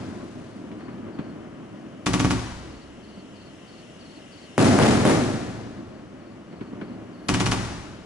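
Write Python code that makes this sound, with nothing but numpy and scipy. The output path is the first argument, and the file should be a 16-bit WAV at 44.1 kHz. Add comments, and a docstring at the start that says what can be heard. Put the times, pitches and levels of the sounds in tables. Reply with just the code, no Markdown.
"""First the dying roll and sizzle of a shell already open over a night field, with far fireworks
rumbling and thudding and insects singing in the grass. A fireworks cake fires two fans of five shells,
each with a gas jet, a crack and a hollow tube note; between the fans four shells burst overhead.
Nearby walls slap back, the tree line rolls on, and a limiter flattens the bursts."""
import sys
import numpy as np
from scipy import signal
from scipy.fft import rfft, irfft, next_fast_len
from scipy.io import wavfile
from scipy.ndimage import uniform_filter1d, minimum_filter1d, map_coordinates

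SR = 44100
rng = np.random.default_rng(int(sys.argv[2]) if len(sys.argv) > 2 else 0)


def file_out(sig):
    """Save sig as 16-bit WAV at sys.argv[1]."""
    # one column per channel
    cols = np.atleast_2d(sig).T
    # limit, then scale
    lim = np.clip(cols, -1, 1)
    pcm = np.round(lim * 32767).astype(np.int16)
    wavfile.write(sys.argv[1], SR, pcm)


N = 355005

# Event levels are relative; each layer adds its own offset.
# overhead shells: start_s, crack_db, roll_db, roll_rise_s, near_scatter_db, far_rumble_db
SHELL_BURSTS = [(-.68, 0, 0, .02, 0, -32.5), (4.5799, 2.5, .3, .016, 2, -42.5),
                (4.7895, 3.5, -1.2, .05, 0.5, -42.5), (4.8533, -4, -12, .02, -9, -42.5),
                (5.0525, 0, -5.8, .012, 3.5, -41.5)]
# cricket: start_s, chirp_count, period_s, level_after_burst_db
CRICKET_BOUTS = [(.45, 3, .338, -62.3), (2.378, 7, .323, -62.5), (5.885, 5, .31, -63)]
# far fireworks: start_s, thud_db, crack_db
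FAR_THUDS = [(.636, -37.5, -66), (.715, -32, -48), (.807, -45, -48), (0.882, -36, -49), (.979, -39, -52),
             (1.188, -25, -41), (6.527, -34, -52), (6.609, -31, -43.5), (6.727, -34, -53),
             (6.813, -26.5, -40.5)]
# lift charges: start_s, level_db, thump_db, jet_db, tube_pitch_hz
LIFT_CHARGES = [(2.0673, 2, -0.5, -3.5, 3520), (2.1401, 0, 3, 0, 3600), (2.2018, -1, 1.5, -3, 3250),
                (2.2474, -3.5, 11, -6, 900), (2.3086, -0.5, 0, -8, 1450), (7.292, 2.5, -0.5, -0.5, 2500),
                (7.3462, -0.5, -4, 0, 1500), (7.406, -0.5, 1, -1, 3400), (7.4655, -0.5, -4.5, -1, 2850),
                (7.5205, 2, -11, -2, 3020)]
# wall echoes: delay_s, gain, lowpass_hz
BURST_ECHOES = [(.0082, 0.44, 7000), (0.0115, 0.11, 5000), (0.013, 0.33, 5000), (0.028, -0.45, 900),
                (.046, .55, 2000), (.057, 0.51, 1190)]
LIFT_ECHOES = [(.0069, 0.71, 3000), (.0079, -0.11, 3500), (0.0187, -1.2, 280), (0.0195, .5, 400),
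               (.029, -0.61, 300)]
# ring of the tubes and the walled yard: pitch_hz, level_db, t60_s
YARD_MODES = [(64.2, -14, 1.83), (115.1, 3.5, 0.58), (135.5, -5, 0.32), (182.3, 2, 0.44), (259.3, 0, 0.57),
              (294, 6, 0.18), (364, 1, 0.33), (898, -6, .12), (1135, -4, .15), (1432, -12, 0.11),
              (1903, -11, 0.28), (2170, -13, 0.19), (2960, -9.5, 0.13)]
# spectra: freq_hz, density_db
BURST_SPECTRUM = [(20, -38), (48, -25), (110, -1.5), (170, 0), (250, -0.5), (400, -1.5), (700, -8),
                  (1300, -14), (3200, -24), (6600, -31.5), (11000, -31.5)]
BURST_ROLL_SPECTRUM = [(20, -38), (48, -23.5), (80, -11.5), (115, 0.5), (160, -3.3), (245, 2.2),
                       (360, -1.7), (450, -9), (720, -9.5), (950, -17), (1350, -17), (3200, -28),
                       (6600, -29), (11000, -35.5)]
CRACKLE_SPECTRUM = [(100, -11), (800, 2), (2500, 7), (11000, -14)]
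STAR_SPECTRUM = [(500, -10), (1500, -6), (3000, -2.5), (7000, -8), (11000, -15.5)]
AIR_SPECTRUM = [(20, -22), (60, -5.5), (130, -1.5), (300, 0.5), (480, -5), (620, -4.5), (850, -13.5),
                (1300, -13.5), (2200, -19.5), (4000, -28.5), (6000, -30), (11000, -41)]
HISS_SPECTRUM = [(900, -34), (2000, 3.5), (2400, -6.5), (3700, -4.5), (4800, -10.5), (5350, -3.5),
                 (5800, -6), (6400, -7.5), (7200, -9), (11000, -16)]
RUMBLE_SPECTRUM = [(20, -28), (55, -21.5), (114, -3.8), (153, -6.8), (199, 1), (330, -1), (490, -16),
                   (600, -11), (850, -21.5), (1050, -19), (2100, -29), (3800, -44.5), (11000, -63)]
CHORUS_SPECTRUM = [(1800, -40), (2500, -6), (2800, 1.5), (3080, 1.5), (3400, -10), (4300, -32)]
GRASS_SPECTRUM = [(1000, 0), (8000, 0)]
FAR_CRACK_SPECTRUM = [(300, -11), (1000, 3.5), (2500, -4), (4500, -19), (8000, -38)]
THUD_SPECTRUM = [(29, -53), (50, -25), (226, 6.5), (476, -9), (562, -17.5), (1000, -20.5), (1310, -35.5),
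                 (2250, -39.5), (7000, -59), (9100, -87), (15400, -120)]
JET_SPECTRUM = [(300, -3), (1200, -2.5), (3200, -0.5), (6000, -4), (11000, -12.5)]
LIFT_SPECTRUM = [(20, -16), (45, -7), (120, 10), (270, 6), (500, -3.5), (1100, -3.5), (2000, -11),
                 (3200, -7.5), (6000, -18), (11000, -31)]
LIFT_ROLL_SPECTRUM = [(25, -11), (64, 0), (130, 1), (300, -1), (450, -11.5), (950, -9), (3300, -20.5),
                      (6000, -21.5), (11000, -32.5)]
GROUND_SPECTRUM = [(200, -16), (600, -1.5), (1200, 2), (1800, -6), (3100, -3.5), (4200, -9.5),
                   (6000, -7.5), (11000, -15.5)]
# decay of the scatter: freq_hz, t60_s
BURST_DECAY = [(60, 2.5), (130, 1.56), (250, 1.4), (1000, 1.49), (4000, 1.63), (10000, 1.19)]
LIFT_DECAY = [(60, 1.74), (250, 0.89), (1000, 1.26), (4000, 1.31), (10000, 1.09)]
# left-right likeness of the scatter: freq_hz, coherence
STEREO_COHERENCE = [(60, .97), (250, .95), (500, .8), (1000, .62), (2000, .45), (4500, .27), (11000, .15)]
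# phase of reflections: freq_hz, left_lead_rad
STEREO_PHASE = [(30, -.5), (70, -.5), (250, -.8), (500, -.95), (1500, -.7), (3600, -1.25), (7000, -.5)]
# balance of reflections: freq_hz, left_minus_right_db
STEREO_BALANCE = [(60, 0), (170, 0), (490, 1.0), (1380, 3), (3940, 4.5), (11200, 3)]

TOP_HZ = 11150
INSECT_SWELL_DB_PER_S = 2.75
TIME_S = np.arange(N) / SR


def amp(db):
    """Decibels to gain."""
    return 10 ** (np.asarray(db) / 20)


def unit(x):
    """Scale to rms 1."""
    return x / np.sqrt(np.mean(x ** 2) + 1e-20)


def along(points, hz):
    """Read (freq_hz, value) points on a log axis."""
    knots_hz, values = np.transpose(points)
    return np.interp(np.log(hz + 1), np.log(knots_hz + 1), values)


def wobble(rate_hz, size):
    """Smooth random curve."""
    knots = rng.standard_normal(int(size * rate_hz / SR) + 4)
    return map_coordinates(knots, [np.arange(size) * rate_hz / SR])


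def filtered(x, response):
    """Apply a complex frequency response."""
    size = x.shape[-1]
    padded = next_fast_len(size + SR // 4)
    return irfft(rfft(x, padded) * response(np.fft.rfftfreq(padded, 1 / SR)), padded)[..., :size]


def add(track, start_s, x):
    """Mix x into the track."""
    i = round(start_s * SR)
    part = x[..., max(-i, 0):N - i]
    track[:, max(i, 0):max(i, 0) + part.shape[-1]] += part


def from_side(x):
    """Reflections reach left and right at different levels and phases."""
    sides = np.array([[.5], [-.5]])
    return filtered(x, lambda hz: amp(sides * along(STEREO_BALANCE, hz))
                    * np.exp(1j * sides * along(STEREO_PHASE, hz)))


def diffuse(spectrum, size):
    """Stereo noise of rms 1, alike in the bass, nearly unrelated in the treble."""
    def mid_side_gains(hz):
        angle = np.arccos(np.clip(along(STEREO_COHERENCE, hz), 0, 1)) / 2
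        return amp(along(spectrum, hz)) * [np.cos(angle), np.sin(angle)]
    mid, side = filtered(rng.standard_normal((2, size)), mid_side_gains)
    return unit(from_side(np.array([mid + side, mid - side])))


def shock(spectrum, swing_hz, size=8192):
    """Causal pressure jump of peak 1 that swings back through zero."""
    hz = np.fft.rfftfreq(size, 1 / SR)
    magnitude = amp(along(spectrum, hz)) / (1 + (hz / TOP_HZ) ** 20)
    cepstrum = irfft(np.log(magnitude + 1e-6))
    causal_fold = 1 + np.sign(np.fft.fftfreq(size))
    minimum_phase = np.exp(rfft(cepstrum * causal_fold))
    allpass = (swing_hz - 1j * hz) / (swing_hz + 1j * hz)
    wave = irfft(minimum_phase * allpass)
    return wave / np.abs(wave).max()


def with_walls(wave, echoes, left_lag_s):
    """Direct wave plus dulled wall echoes."""
    direct = filtered(wave, lambda hz: np.exp(-2j * np.pi * hz * np.array([[left_lag_s], [0]])))
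    walls = filtered(wave, lambda hz: sum(
        gain * np.exp(-2j * np.pi * hz * delay_s) / (1 + 1j * hz / lowpass_hz)
        for delay_s, gain, lowpass_hz in echoes))
    return direct + from_side(walls)


def snap(width_s, left_lag_s):
    """Steep blast front: a brief swing down and up."""
    u = (np.arange(256) / SR - np.array([[left_lag_s], [0]])) / width_s - 2
    return np.sqrt(2 * np.e) * u * np.exp(-u ** 2)


def crackle(rate_hz, decay_s, size=SR // 2):
    """Sharp, fading returns from branches and fences."""
    t = np.arange(size) / SR
    hits = (rng.random(size) < rate_hz / SR) * rng.standard_normal((2, size)) * np.exp(-t / decay_s)
    return signal.fftconvolve(hits, shock(CRACKLE_SPECTRUM, swing_hz=3000, size=512)[None], axes=1)


def puff(spectrum, t60_s, rise_s, size=SR // 2):
    """Short cloud of scattered sound."""
    t = np.arange(size) / SR
    return diffuse(spectrum, size) * amp(-60 * t / t60_s) * (1 - np.exp(-t / rise_s))


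def roll(spectrum, decay, rise_s, lumps_db, size=2 * SR):
    """Scatter from trees and ground: lumpy noise, each band dying at its own rate."""
    hz, t, bands = signal.stft(diffuse(spectrum, size), SR, nperseg=512)
    bands *= amp(-60 * t / along(decay, hz)[:, None])
    tail = signal.istft(bands, SR, nperseg=512)[1][:, :size]
    attack = 1 - np.exp(-np.arange(size) / SR / rise_s)
    return tail * attack * unit(amp(lumps_db * wobble(130.6, size)))


def since_burst_s(t):
    """Time since the latest overhead burst."""
    starts_s = np.array(SHELL_BURSTS)[:, 0]
    return t - starts_s[np.searchsorted(starts_s, t) - 1]


def shell_bursts():
    """High blasts reach the whole tree line, so their roll is long and loud."""
    out = np.zeros((2, N))
    blast = with_walls(shock(BURST_SPECTRUM, swing_hz=1200), BURST_ECHOES, left_lag_s=.00003)
    front = snap(width_s=.00011, left_lag_s=.00003)
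    for start_s, crack_db, roll_db, rise_s, near_db, _ in SHELL_BURSTS:
        add(out, start_s - .0002, amp(crack_db - 11) * front)
        add(out, start_s, amp(crack_db - 3.5) * blast)
        add(out, start_s + .008, amp(crack_db - 13) * crackle(rate_hz=220, decay_s=.09))
        add(out, start_s, amp(near_db - 12.5) * puff(BURST_SPECTRUM, t60_s=.34, rise_s=.00095))
        trees = roll(BURST_ROLL_SPECTRUM, BURST_DECAY, rise_s, lumps_db=.4)
        add(out, start_s, amp(roll_db - 10) * trees)
    return out


def burning_stars(start_db=-56, t60_s=1.95):
    """Stars of the shell already open sizzle and die ever faster."""
    level_db = start_db - 60 * (TIME_S / t60_s) ** 2 + 1.6 * wobble(200, N)
    return amp(level_db) * diffuse(STAR_SPECTRUM, N)


def night_air(swell_db_per_s=4.2):
    """Steady air, plus a thin hiss that drops at each burst and swells back."""
    air = amp(-47) * diffuse(AIR_SPECTRUM, N)
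    hiss_db = -76.5 + swell_db_per_s * since_burst_s(TIME_S) + .7 * wobble(9.9, N)
    return air + amp(hiss_db) * diffuse(HISS_SPECTRUM, N)


def far_rumble(floor_db=-51, thud_db=-44.7, lift_db=-56.5, fade_db_per_s=7.5):
    """Every report leaves a fading rumble in the landscape; powers add over a floor."""
    reports = [(start_s, rumble_db) for start_s, *_, rumble_db in SHELL_BURSTS]
    reports += [(start_s, thud_db) for start_s, *_ in FAR_THUDS]
    reports += [(start_s, lift_db) for start_s, *_ in LIFT_CHARGES]
    power = amp(floor_db) ** 2
    for start_s, level_db in reports:
        age_s = TIME_S - start_s
        power += (age_s >= 0) * amp(level_db - fade_db_per_s * age_s) ** 2
    flutter = amp(1.06 + 1.07 * wobble(22, N))
    return np.sqrt(power) * flutter * diffuse(RUMBLE_SPECTRUM, N)


def insect_chorus():
    """Far insects: a noise band, faintest just after a burst."""
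    return amp(-70.3 + INSECT_SWELL_DB_PER_S * since_burst_s(TIME_S)) * diffuse(CHORUS_SPECTRUM, N)


def cricket(stroke_s=.0395, stroke_period_s=.05):
    """Chirps of three or four wing strokes, each falling in pitch, blurred by grass."""
    song = np.zeros((2, N))
    progress = np.linspace(0, 1, round(stroke_s * SR))
    envelope = np.sin(np.pi * progress) ** .48
    grass = puff(GRASS_SPECTRUM, t60_s=.2, rise_s=.0023)
    for start_s, chirp_count, period_s, level_db in CRICKET_BOUTS:
        for chirp in range(chirp_count):
            chirp_s = start_s + chirp * period_s
            gain = amp(level_db - 2.5 + INSECT_SWELL_DB_PER_S * since_burst_s(chirp_s))
            for stroke in range(4 if chirp % 3 == 2 else 3):
                pitch_hz = (4640 - 500 * progress ** 1.2) * (1 + .035 * wobble(900, len(progress)))
                tone = np.sin(2 * np.pi * np.cumsum(pitch_hz) / SR)
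                add(song, chirp_s + stroke * stroke_period_s, gain * envelope * tone)
    blurred = signal.fftconvolve(song, grass / np.linalg.norm(grass[0]), axes=1)[:, :N]
    return .55 * song + .78 * blurred


def far_thuds():
    """Distant fireworks: a faint crack, then a dull boom and its scatter."""
    out = np.zeros((2, N))
    boom = from_side(shock(THUD_SPECTRUM, swing_hz=600))
    for start_s, thud_db, crack_db in FAR_THUDS:
        add(out, start_s, amp(crack_db + 3.3) * puff(FAR_CRACK_SPECTRUM, t60_s=.1, rise_s=.00027))
        add(out, start_s + .004, amp(thud_db + 3) * boom)
        add(out, start_s + .004, amp(thud_db) * puff(THUD_SPECTRUM, t60_s=.14, rise_s=.0013))
    return out


def lift_charges(jet_s=.0076, shelf_hz=456, tube_t60_s=.025):
    """Gas jets past each shell, the tube's mouth cracks, then tube and yard ring."""
    out = np.zeros((2, N))
    t = np.arange(SR) / SR
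    blast = with_walls(shock(LIFT_SPECTRUM, swing_hz=2480), LIFT_ECHOES, left_lag_s=.00005)
    front = snap(width_s=.00009, left_lag_s=.00005)
    modes = sum(amp(db - 60 * t / t60_s) * np.sin(2 * np.pi * hz * t) for hz, db, t60_s in YARD_MODES)
    ring = from_side(modes * (1 - np.exp(-t / .0041)))
    # the tubes stand together, so all shots share the same ground paths
    ground = puff(GROUND_SPECTRUM, t60_s=.16, rise_s=.00093)
    jet_swell = np.sin(np.pi * np.linspace(.1, .9, round(jet_s * SR)))
    for start_s, level_db, thump_db, jet_db, tube_pitch_hz in LIFT_CHARGES:
        jet = jet_swell * diffuse(JET_SPECTRUM, 4096)[:, :len(jet_swell)]
        shelved = filtered(blast, lambda hz: 1 + (amp(thump_db) - 1) / (1 + 1j * hz / shelf_hz))
        phase = 2 * np.pi * tube_pitch_hz * t
        tube = (np.sin(phase) + amp(-7) * np.sin(2 * phase)) * amp(-60 * t / tube_t60_s)
        trees = roll(LIFT_ROLL_SPECTRUM, LIFT_DECAY, rise_s=.029, lumps_db=.5, size=SR)
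        add(out, start_s - jet_s, amp(level_db + jet_db - 23.5) * jet)
        add(out, start_s - .0002, amp(level_db - 9) * front)
        add(out, start_s, amp(level_db - 7.5) * shelved)
        add(out, start_s, amp(level_db + thump_db / 2 - 28) * ring)
        add(out, start_s, amp(level_db - 24.5) * ground)
        add(out, start_s, amp(level_db - 23) * tube * [[1], [.7]])
        add(out, start_s, amp(level_db - 28) * trees)
    return out


def scene():
    """Everything heard from the edge of the field."""
    fireworks = lift_charges() + shell_bursts() + far_rumble() + far_thuds()
    return fireworks + insect_chorus() + cricket() + burning_stars() + night_air()


def limiter(x, ceiling_db, hold_s):
    """Gain ducks under peaks and returns after a short hold."""
    needed_gain = np.minimum(1, amp(ceiling_db) / (np.abs(x).max(0) + 1e-9))
    size = 2 * round(hold_s * SR / 2) + 1
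    held_gain = minimum_filter1d(needed_gain, size, origin=size // 2)
    return x * uniform_filter1d(held_gain, size=24)


def record(dry):
    """Limit the peaks; cut everything above TOP_HZ."""
    return filtered(limiter(dry, ceiling_db=-6.5, hold_s=.0069), lambda hz: hz < TOP_HZ)


dry = scene()
out = record(dry)
file_out(out)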